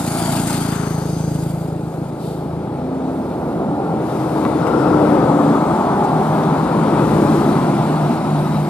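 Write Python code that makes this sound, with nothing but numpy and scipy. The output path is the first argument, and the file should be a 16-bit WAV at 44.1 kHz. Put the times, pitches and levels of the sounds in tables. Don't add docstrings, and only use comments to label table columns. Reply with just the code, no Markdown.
import sys
import numpy as np
from scipy import signal
from scipy.fft import rfft, irfft
from scipy.io import wavfile
from scipy.ndimage import uniform_filter1d

SR = 44100
rng = np.random.default_rng(int(sys.argv[2]) if len(sys.argv) > 2 else 0)


def transcribe(signal):
    frames = np.atleast_2d(signal).T
    limited = np.clip(frames, -1, 1)
    pcm = np.round(limited * 32767).astype(np.int16)
    wavfile.write(sys.argv[1], SR, pcm)


N = 383229
T = np.arange(N) / SR
HZ = np.fft.rfftfreq(N, 1 / SR)

# (frequency [Hz], coherence [0-1])
MIC_LIKENESS = [(60, .98), (200, .99), (400, .98), (700, .95), (1300, .87), (2700, .66), (5500, .42),
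                (9000, .42), (14000, .42)]
# (frequency [Hz], left minus right [dB])
MIC_BALANCE = [(60, 2.5), (110, -0.2), (200, 0.6), (380, 0.2), (700, 1), (1290, 3.5), (2380, 4),
               (4400, 3.5), (8120, 3.5), (15000, -3)]
# (frequency [Hz], left's lead [rad])
MIC_LEAD = [(10, 0), (90, .1), (180, .2), (350, .42), (750, .78), (1400, .75), (2300, 1.05), (4600, 1.25),
            (6500, 1.9), (8500, 2.6), (10000, 4.2), (12500, 4.4), (15200, 6)]

# (closest at [s], time to half power [s], rumble [dB], roar [dB], brightness [dB/octave],
# ground-echo notch depth [dB], left minus right [dB], body boom [Hz], notch [Hz])
PASS_BYS = [(0.278, 0.17, -31, -25, 0, 6.5, 0, 230, 473), (.76, 0.17, -38, -34, 27, -14, 22, 380, 486),
            (3.7, 0.44, -27.5, -27, -8.5, -1, -7.5, 302, 560),
            (5.03, 0.37, -21, -17.5, -1.5, -9.5, 6.5, 367, 488),
            (5.95, 0.49, -27.5, -19, -5, 10, -2, 230, 504), (7.03, 0.52, -21, -21.5, 2.5, -14, 6, 272, 472),
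            (7.8, 0.63, -25, -24, -4, 14, -3, 192, 460)]
FAR_ROAR_DB, FAR_BRIGHT_DB_PER_OCTAVE, FAR_SIDE_DB = -44, -43, -23
FAR_NOTCH_DB, FAR_NOTCH_HZ, FAR_BOOM_HZ = -6, 490, 200
# (start [s], end [s], level [dB], peak [Hz], peak height [dB])
HISS_SURGES = [(1.5, 1.63, -57, 12400, 15), (1.88, 2.0, -61, 12400, 7), (3.13, 3.55, -60.5, 12000, 2),
               (4.08, 4.43, -52, 11800, 0), (4.62, 5.035, -54, 5100, 17), (5.28, 5.816, -54.5, 7260, 15),
               (6.24, 6.417, -54, 13500, 4), (7.05, 7.504, -49.5, 7400, 4), (8.42, 8.69, -54, 11800, 5)]
# (frequency [Hz], level [dB])
SURGE_EQ = [(3000, -19), (4800, 1), (6500, -4.5), (9000, -2), (12200, -2), (15500, -14)]
# (frequency [Hz], level [dB])
RUMBLE_EQ = [(15, -69), (25, -51), (46, -75), (70, -13.5), (97, -9.5), (120, -2.5), (148, 3), (183, -0.5),
             (210, 0.5), (252, -2.5), (311, -1), (480, -19.5), (620, -23), (1060, -120)]
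# (time [s], level before trim [dB])
GRIT_LEVEL = [(1.8, -56.5), (3.8, -52.5), (4.35, -45.5), (5.5, -45), (6.5, -45), (7.3, -41.5), (8.69, -45)]
# (frequency [Hz], level [dB])
GRIT_EQ = [(1290, -11), (2200, -4.5), (3030, -8.5), (3960, -5.5), (5000, -9), (6150, -13.5), (7300, -11),
           (9040, -8), (13300, -16), (14600, -23), (15500, -23)]
# (time [s], peak level [dB], band centre [Hz])
STONE_TICKS = [(4.6685, -36, 7500), (6.036, -34.5, 6500), (6.4301, -33, 3500)]
# (frequency [Hz], level [dB])
ROAR_EQ = [(220, -22), (380, -2), (449, -5.5), (862, -1.5), (1070, -6.5), (1300, -8), (1770, -23),
           (2800, -35.5), (3640, -34), (6160, -120)]
# (start [s], end [s], start pitch [Hz], end pitch [Hz], boost [dB], width [octaves])
TREAD_HOWLS = [(.15, 0.383, 664, 700, 6.5, .08), (3.3, 4.1, 1395, 1395, 7, .02),
               (3.7, 3.9, 800, 790, 8, 0.057), (4.622, 4.95, 1380, 1380, 6.5, 0.07),
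               (5.22, 5.7, 1250, 1250, 2.5, .05), (5.87, 6.197, 926, 765, 4.5, 0.054),
               (7.52, 8.144, 696, 680, 2.5, 0.079)]

# (time [s], pitch [Hz])
FAR_HUM_PITCH = [(2.7, 238), (2.9, 260), (3.05, 265), (3.2, 256), (3.35, 245)]
# (time [s], level [dB])
FAR_HUM_LEVEL = [(2.75, -34), (2.88, -26), (3.13, -25.5), (3.3, -34)]
# (time [s], pitch [Hz])
NEAR_HUM_PITCH = [(3.7, 316), (4.2, 316), (4.6, 311), (5, 302), (5.3, 291), (5.7, 281)]
# (time [s], level [dB])
NEAR_HUM_LEVEL = [(3.85, -33), (4.08, -26), (4.16, -34), (4.25, -26.5), (4.58, -24), (4.78, -31),
                  (4.85, -19), (4.98, -18), (5.2, -21.5), (5.38, -19.5), (5.48, -16), (5.58, -26)]
# (time [s], pitch [Hz])
WHINE_PITCH = [(5.5, 890), (5.85, 865), (6.0, 825), (6.3, 780)]
# (time [s], level [dB])
WHINE_LEVEL = [(5.55, -31), (5.8, -28.5), (5.93, -30), (6.03, -23.5), (6.1, -27), (6.2, -31)]
# (start [s], end [s], start pitch [Hz], end pitch [Hz], level [dB], roughness [ratio])
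HUM_ACCENTS = [(3.9, 4.296, 136.5, 134.5, -31, 0.14), (4.993, 5.423, 500.5, 528, -26.5, 0.31),
               (5.305, 5.58, 227, 221, -21.5, .6), (7.1, 7.523, 412, 401.5, -24.5, 0.55),
               (7.254, 7.42, 305, 298, -28, .6), (7.998, 8.65, 1450, 1456, -47, 1)]
# (time [s], fundamental [Hz])
ENGINE_PITCH = [(6.5, 69.5), (7.2, 68.3), (7.9, 68)]
# (time [s], level [dB])
ENGINE_LEVEL = [(6.6, -29), (7.1, -22.5), (7.5, -20), (7.9, -28)]
# (multiple of the fundamental, level [dB])
ENGINE_PARTIALS = [(2, -2), (3, 1.5), (4, -9), (5, 1.5), (6, -8)]
# (time [s], pitch before detuning [Hz])
THROB_PITCH = [(2.6, 82), (3.4, 76), (4.5, 67), (5.5, 66), (6.8, 64), (7.8, 62)]
# (time [s], level [dB])
THROB_LEVEL = [(2.55, -40.5), (3.3, -42), (3.9, -52), (4.55, -42), (5.0, -44), (5.6, -55), (6.4, -51),
               (6.8, -40), (7.5, -40), (7.9, -55), (8.6, -44)]

# (frequency [Hz], level [dB])
PUFF_EQ = [(1500, -35), (2700, -9), (3500, -2), (4200, -2), (4900, -4), (6000, -12), (8300, -7),
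           (12300, -7), (14000, -16), (15500, -20)]
# (time [s], pitch [Hz])
BRAKE_PITCH = [(7.5, 3990), (7.9, 3900), (8.69, 3870)]
# (time [s], level [dB])
BRAKE_LEVEL = [(7.51, -50), (7.55, -45), (7.62, -63), (8.0, -65), (8.3, -53), (8.55, -50)]
# (time [s], level [dB], hardness [dB/octave])
METAL_BLOWS = [(4.431, -32, 3), (4.4519, -21.5, -6), (4.464, -28, -4), (4.6695, -20, 3), (7.555, -28, -7),
               (8.5456, -38, -11)]
# (frequency [Hz], bandwidth [Hz], level [dB])
METAL_MODES = [(234, 30, -9), (780, 33, -10), (1050, 40, 0), (1130, 30, -1), (1290, 41, -9),
               (1965, 12, -17), (2050, 35, -18), (2220, 40, -15), (2690, 45, -20), (3505, 49, -29),
               (3880, 15, -31), (4759, 25, -33), (7913, 33, -38), (11060, 25, -38)]
# (time [s], base pitch [Hz])
DIESEL_PITCH = [(5.1, 166), (7, 157.5), (8.69, 153.5)]
# (time [s], level [dB])
DIESEL_LEVEL = [(5.1, -33), (5.9, -32), (6.08, -23), (6.5, -24.5), (6.75, -28), (7.1, -21), (7.7, -24.5),
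                (7.95, -19.5), (8.17, -23), (8.3, -19.5), (8.69, -20.5)]
# (multiple of the base pitch, level [dB])
DIESEL_PARTIALS = [(0.98, 0), (4 / 3, -9.5), (3 / 2, -22), (2.36, -15.5)]

# (time [s], firing rate [Hz])
FIRING_RATE = [(0, 27.8), (.25, 28.1), (.5, 27.85), (.65, 27.6), (.85, 27.1), (1.25, 26.9), (1.6, 27.1),
               (2.1, 27.0), (2.6, 27.6), (3.2, 27.9)]
# (time [s], level [dB])
DRIVE_LEVEL = [(0, -34.5), (.28, -29.5), (.52, -30), (.98, -42), (1.48, -43), (1.72, -52.5), (2.15, -55)]
# (frequency [Hz], level [dB])
DRIVE_EQ = [(880, -9.5), (1500, -2), (1750, -12), (2070, -9), (2800, -12), (3680, -10), (4180, -11.5),
            (4700, -6.5), (5890, -19.5), (6690, -10), (7230, -11.5), (8700, -8.5), (11300, -14),
            (11800, -14), (15500, -22.5)]
# (time [s], left minus right [dB])
DRIVE_PAN = [(0, -1.5), (.42, 2.5), (.95, -1), (1.5, -0.5)]
# (pitch before Doppler [Hz], level [dB], loudest at [s], time to half strength [s])
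DRIVE_TONES = [(4603, -48.5, .38, .15), (6869, -49, .36, .2), (7612, -52, .45, .2), (8500, -46.5, .33, .22),
               (9005, -49, .42, .2), (9205, -51, .15, .15), (11106, -42, .2, .2), (11090, -48.5, .72, .15)]
# (frequency [Hz], level [dB])
WHISTLE_EQ = [(3900, -35), (4400, -2), (4900, -1), (5500, -15), (6150, 2), (6520, 0), (6950, -18),
              (7700, -16), (8050, -1), (8500, -35)]
# (time [s], level [dB])
EXHAUST_LEVEL = [(0, -23), (.3, -21.5), (.7, -20.5), (1.05, -20), (1.35, -19), (1.65, -23), (2.1, -25.5),
                 (2.55, -27), (3.2, -34)]
# (multiple of the firing rate, level [dB])
BARK_EQ = [(1, -50), (2, -13), (3, -13), (4, -4), (5, -3), (6, 1), (7, -7), (8, -3), (9, -2.5), (10, -4.5),
           (11, -6), (12, -10), (13, -9.5), (14, -17), (15, -20), (16, -22)]
# (multiple of the firing rate, level [dB])
BOOM_EQ = [(1, -45), (2, -16), (3, -12), (4, -7.5), (5, -1), (6, 1.5), (7, -9), (8, -12), (9, -20),
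           (10, -9.5), (11, -12), (12, -12), (13, -17), (14, -23), (15, -23), (16, -26), (17, -22),
           (18, -24)]
# (time [s], level [dB])
PIPE_RING_LEVEL = [(0, -47), (.35, -38), (.6, -40.5), (.82, -33), (1.05, -32), (1.2, -39), (1.4, -34),
                   (1.7, -57), (3.2, -60)]


def gain_of(db):
    return 10 ** (np.asarray(db) / 20)


def unit_rms(x):
    return x / np.sqrt(np.mean(x ** 2) + 1e-20)


def spectrum(points, hz):
    f, value = np.transpose(points)
    return np.interp(np.log(hz + 1), np.log(f + 1), value)


def curve(points, t=T):
    return np.interp(t, *np.transpose(points))


def gate(start_s, end_s, fade_s, t=T):
    return np.interp(t, [start_s - fade_s, start_s, end_s, end_s + fade_s], [0, 1, 1, 0])


def bell(hz, centre_hz, octaves):
    return np.exp(-.5 * (np.log2((hz + 1) / centre_hz) / octaves) ** 2)


def tilt(db_per_octave, hz, pivot_hz):
    return db_per_octave * np.clip(np.log2((hz + 1) / pivot_hz), -1.5, 1.5)


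def wander(rate_hz):
    return unit_rms(irfft(rfft(rng.standard_normal(N)) / (1 + (HZ / rate_hz) ** 4), N))


def rush(eq, patchy_db, shape_db=lambda t, hz: 0):
    t, hz = np.arange(N // 256 + 5) * 256 / SR, np.fft.rfftfreq(1024, 1 / SR)
    grid = (len(t), len(hz))
    patches = unit_rms(uniform_filter1d(uniform_filter1d(rng.standard_normal(grid), 9, 0), 7, 1))
    gains = gain_of(shape_db(t[:, None], hz) + patchy_db * patches)
    gains /= np.sqrt(np.average(gains ** 2, axis=1, weights=gain_of(spectrum(eq, hz)) ** 2))[:, None]
    noise = rng.standard_normal((2, *grid)) + 1j * rng.standard_normal((2, *grid))
    moving = signal.istft((noise * gains).swapaxes(1, 2), nperseg=1024, noverlap=768)[1][:, :N]
    return unit_rms(irfft(rfft(moving) * gain_of(spectrum(eq, HZ)), N))


def drone(pitch, level, partials, rough, shake_hz, fade_s):
    phase = 2 * np.pi * np.cumsum(curve(pitch)) / SR
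    tone = sum(gain_of(db) * np.sin(k * phase + rough * wander(shake_hz))
               * (1 + rough * wander(shake_hz)) for k, db in partials)
    return unit_rms(tone) * gain_of(curve(level)) * gate(level[0][0], level[-1][0], fade_s)


def mic_pair(pair):
    a, b = rfft(pair)
    likeness = np.clip(spectrum(MIC_LIKENESS, HZ), 0, 1)
    right_gain = gain_of(-spectrum(MIC_BALANCE, HZ))
    shared = right_gain * likeness * np.exp(-1j * spectrum(MIC_LEAD, HZ))
    own = right_gain * np.sqrt(1 - likeness ** 2)
    return irfft(np.array([a, shared * a + own * b]) * 2 / np.sqrt(abs(1 + shared) ** 2 + own ** 2), N)


def pan(pair, side_db):
    return pair * gain_of(side_db * np.array([[1 / 3], [-2 / 3]]))


def traffic(t):
    closest_s, half_s, rumble_db, roar_db, *traits = np.transpose(PASS_BYS)
    nearness = 1 / (1 + ((t[..., None] - closest_s) / half_s) ** 2)
    power, far_power = nearness * gain_of(roar_db) ** 2, gain_of(FAR_ROAR_DB) ** 2
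    total = power.sum(-1) + far_power
    distant = dict(bright=FAR_BRIGHT_DB_PER_OCTAVE, notch_db=FAR_NOTCH_DB, side_db=FAR_SIDE_DB,
                   boom_hz=FAR_BOOM_HZ, notch_hz=FAR_NOTCH_HZ)
    mix = {name: (power @ trait + far_power * distant[name]) / total
           for name, trait in zip(distant, traits)}
    mix["rumble_db"] = 10 * np.log10(nearness @ gain_of(rumble_db) ** 2)
    mix["roar_db"] = 10 * np.log10(total)
    return mix


def hiss_surges():
    def shape_db(t, hz):
        peak_hz = curve([(s, f) for start, end, _, f, _ in HISS_SURGES for s in (start, end)], t)
        peak_db = curve([(s, db) for start, end, _, _, db in HISS_SURGES for s in (start, end)], t)
        return peak_db * bell(hz, peak_hz, octaves=.24)
    envelope = sum(gain_of(db) * gate(start, end, fade_s=.092) for start, end, db, *_ in HISS_SURGES)
    return rush(SURGE_EQ, patchy_db=2, shape_db=shape_db) * envelope


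def grit_hiss(trim_db=3, grain_db=.47, flutter_db=.5):
    noise = rush(GRIT_EQ, patchy_db=1.5, shape_db=lambda t, hz: tilt(-3.5, hz, pivot_hz=4000))
    return noise * gain_of(curve(GRIT_LEVEL) + trim_db + grain_db * wander(500) + flutter_db * wander(6))


def stones(rise_s=.003, decay_s=.016, width_octaves=.8):
    out, t, hz = np.zeros((2, N)), np.arange(4096) / SR, np.fft.rfftfreq(4096, 1 / SR)
    envelope = np.exp(-t / decay_s) * (1 - np.exp(-t / rise_s))
    for s, db, centre_hz in STONE_TICKS:
        band = 1 / (1 + (np.log2((hz + 1) / centre_hz) / width_octaves) ** 4)
        tick = irfft(rfft(rng.standard_normal((2, len(t)))) * band) * envelope
        start = round(s * SR)
        out[:, start:start + len(t)] += gain_of(db) * tick / abs(tick).max()
    return out


def body_rumble(trim_db=3.5, boom_db=4):
    def shape_db(t, hz):
        return tilt(.5, hz, pivot_hz=150) + boom_db * bell(hz, traffic(t)["boom_hz"], octaves=.42)
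    return rush(RUMBLE_EQ, patchy_db=1, shape_db=shape_db) * gain_of(traffic(T)["rumble_db"] + trim_db)


def low_engines(throb_detune=.98):
    passing = drone(ENGINE_PITCH, ENGINE_LEVEL, ENGINE_PARTIALS, rough=.91, shake_hz=13.6, fade_s=.12)
    throb = drone(THROB_PITCH, THROB_LEVEL, [(throb_detune, 0)], rough=.27, shake_hz=7.2, fade_s=.17)
    return passing + throb


def passing_hums():
    far = drone(FAR_HUM_PITCH, FAR_HUM_LEVEL, [(1, 0)], rough=.32, shake_hz=16, fade_s=.15)
    near = drone(NEAR_HUM_PITCH, NEAR_HUM_LEVEL, [(1, 0), (2, -26)], rough=.16, shake_hz=25, fade_s=.08)
    whine = drone(WHINE_PITCH, WHINE_LEVEL, [(1, 0)], rough=.4, shake_hz=24, fade_s=.21)
    return far + near + whine


def brief_hums(detune=.99):
    return sum(drone([(start, from_hz), (end, to_hz)], [(start, db), (end, db)], [(detune, 0)],
                     rough, shake_hz=20, fade_s=.1)
               for start, end, from_hz, to_hz, db, rough in HUM_ACCENTS)


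def truck_air_puff(start_s=2.157, rise_s=.095, level_db=-45.5, fade_db_per_s=55):
    attack = np.clip((T - start_s) / rise_s, 0, 1)
    release_db = fade_db_per_s * np.maximum(T - start_s - rise_s, 0)
    return rush(PUFF_EQ, patchy_db=1) * attack * gain_of(level_db - release_db)


def brake_squeal():
    return drone(BRAKE_PITCH, BRAKE_LEVEL, [(1, 0)], rough=1.3, shake_hz=60, fade_s=.05)


def truck_clanks():
    out, t = np.zeros(N), np.arange(SR // 5) / SR
    for s, blow_db, hardness in METAL_BLOWS:
        ring = sum(gain_of(blow_db + db + hardness * np.log2(hz / 2000))
                   * np.exp(-np.pi * width_hz * t) * np.sin(2 * np.pi * hz * t)
                   for hz, width_hz, db in METAL_MODES)
        slot = out[round(s * SR):][:len(t)]
        slot += ring[:len(slot)]
    return out


def truck_exhaust():
    return drone(DIESEL_PITCH, DIESEL_LEVEL, DIESEL_PARTIALS, rough=.24, shake_hz=8, fade_s=.27)


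def tread_howls(t, hz, fade_s=.13):
    return sum(boost_db * gate(start, end, fade_s, t)
               * bell(hz, np.interp(t, [start, end], [from_hz, to_hz]), octaves)
               for start, end, from_hz, to_hz, boost_db, octaves in TREAD_HOWLS)


def tyre_roar(cycles, throb=.1, lumpy_db=.59, near_db=-21, crest_db=3, dip_db=5):
    def shape_db(t, hz):
        mix = traffic(t)
        ground_notch = mix["notch_db"] * bell(hz, mix["notch_hz"], octaves=.2)
        farness = np.clip((near_db - mix["roar_db"]) / 10, 0, 1)
        far_eq = crest_db * bell(hz, 830, octaves=.025) - dip_db * bell(hz, 1060, octaves=.19)
        return tread_howls(t, hz) + tilt(mix["bright"], hz, 840) - ground_notch + farness * far_eq
    beat = 1 + throb * np.interp(T, [.6, 2.2], [1, 0]) * np.cos(2 * np.pi * (cycles - .1))
    noise = rush(ROAR_EQ, patchy_db=.34, shape_db=shape_db)
    return noise * beat * gain_of(traffic(T)["roar_db"] + lumpy_db * wander(14))


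def scooter_drive(cycles, throb=.11, grain_db=1.5, flutter_db=1, ring_width_hz=30, flicker_db=2):
    beat = 1 + throb * np.cos(2 * np.pi * (cycles - .15))
    beat *= gain_of(grain_db * wander(290) + flutter_db * wander(26))
    sizzle = rush(DRIVE_EQ, patchy_db=2) * unit_rms(beat)
    sizzle *= gain_of(curve(DRIVE_LEVEL)) * gate(DRIVE_LEVEL[0][0], DRIVE_LEVEL[-1][0], fade_s=.25)
    doppler_time = np.cumsum(np.interp(T, [.45, .95], [1, .945])) / SR
    tones = sum(gain_of(db) / (1 + ((T - s) / half_s) ** 2) * np.cos(2 * np.pi * hz * doppler_time)
                * np.array([wander(ring_width_hz), wander(ring_width_hz)])
                for hz, db, s, half_s in DRIVE_TONES)
    return sizzle + np.sqrt(2) * beat * tones * gain_of(flicker_db * wander(14))


def drive_whistle(level_db=-46.5):
    return rush(WHISTLE_EQ, patchy_db=3) * gain_of(level_db) * gate(.49, 1.2, fade_s=.32)


def gas_chuff(firings, level_db=-17, decay_s=.005):
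    t = T[:SR // 10]
    envelope = signal.oaconvolve(firings, t * np.exp(-t / decay_s))[:N]
    turbulence = irfft(rfft(rng.standard_normal(N)) * bell(HZ, 230, octaves=.7), N)
    return unit_rms(turbulence * envelope) * gain_of(level_db)


def exhaust_thumps(firings, eq, rolloff_db_per_octave=30, max_cut_db=70):
    multiple = np.fft.rfftfreq(8192, 1 / SR) / np.median(curve(FIRING_RATE))
    k, db = np.transpose(eq)
    octaves_above = np.log2(np.maximum(multiple / k[-1], 1))
    colour_db = np.interp(multiple, k, db) - np.minimum(rolloff_db_per_octave * octaves_above, max_cut_db)
    cepstrum = irfft(np.log(gain_of(colour_db)))
    cepstrum[1:4096] *= 2
    cepstrum[4097:] = 0
    pulse = irfft(np.exp(rfft(cepstrum)))
    return unit_rms(signal.oaconvolve(firings, pulse)[:N])


def pipe_echoes(x, direct=.92, round_trip_s=.0125):
    delay = np.exp(-2j * np.pi * HZ * round_trip_s)
    return irfft(rfft(x) * (direct + delay) / (1 + direct * delay), N)


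def scooter_exhaust(cycles, steady_until_s=1.3, pipe_hz=412, pipe_decay_s=.03):
    unevenness = .06 + .17 * np.clip(T - steady_until_s, 0, 1)
    firings = np.diff(np.floor(cycles), prepend=0) * (1 + unevenness * rng.standard_normal(N))
    bark = pipe_echoes(exhaust_thumps(firings, BARK_EQ))
    boom = exhaust_thumps(firings, BOOM_EQ)
    away = np.interp(T, [.5, 1.05], [0, 1])
    putter = (1 - away) * bark + away * boom + gas_chuff(firings)
    t = T[:SR // 5]
    ping = np.exp(-t / pipe_decay_s) * np.sin(2 * np.pi * pipe_hz * t)
    ring = unit_rms(signal.oaconvolve(firings, ping)[:N])
    return putter * gain_of(curve(EXHAUST_LEVEL)) + ring * gain_of(curve(PIPE_RING_LEVEL))


def scene(grit_pan_share=.18):
    cycles = np.cumsum(curve(FIRING_RATE)) / SR + .87
    side_db = traffic(T)["side_db"]
    tyres = pan(mic_pair(tyre_roar(cycles)), side_db)
    grit = pan(mic_pair(grit_hiss() + stones()), grit_pan_share * side_db)
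    drive = pan(mic_pair(scooter_drive(cycles) + drive_whistle()), curve(DRIVE_PAN))
    mono = (scooter_exhaust(cycles) + passing_hums() + truck_exhaust() + low_engines()
            + brake_squeal() + brief_hums() + truck_clanks())
    point_sources = np.array([mono, np.zeros(N)])
    return tyres + grit + drive + mic_pair(point_sources + body_rumble() + truck_air_puff() + hiss_surges())


def record(dry, low_cut_hz=46, high_cut_hz=15500):
    trimmed = signal.sosfilt(signal.butter(5, low_cut_hz, "high", fs=SR, output="sos"), dry)
    high_cut = signal.firwin(511, high_cut_hz, window=("kaiser", 9), fs=SR)
    return signal.oaconvolve(trimmed, high_cut[None], "same")


dry = scene()
out = record(dry)
transcribe(out)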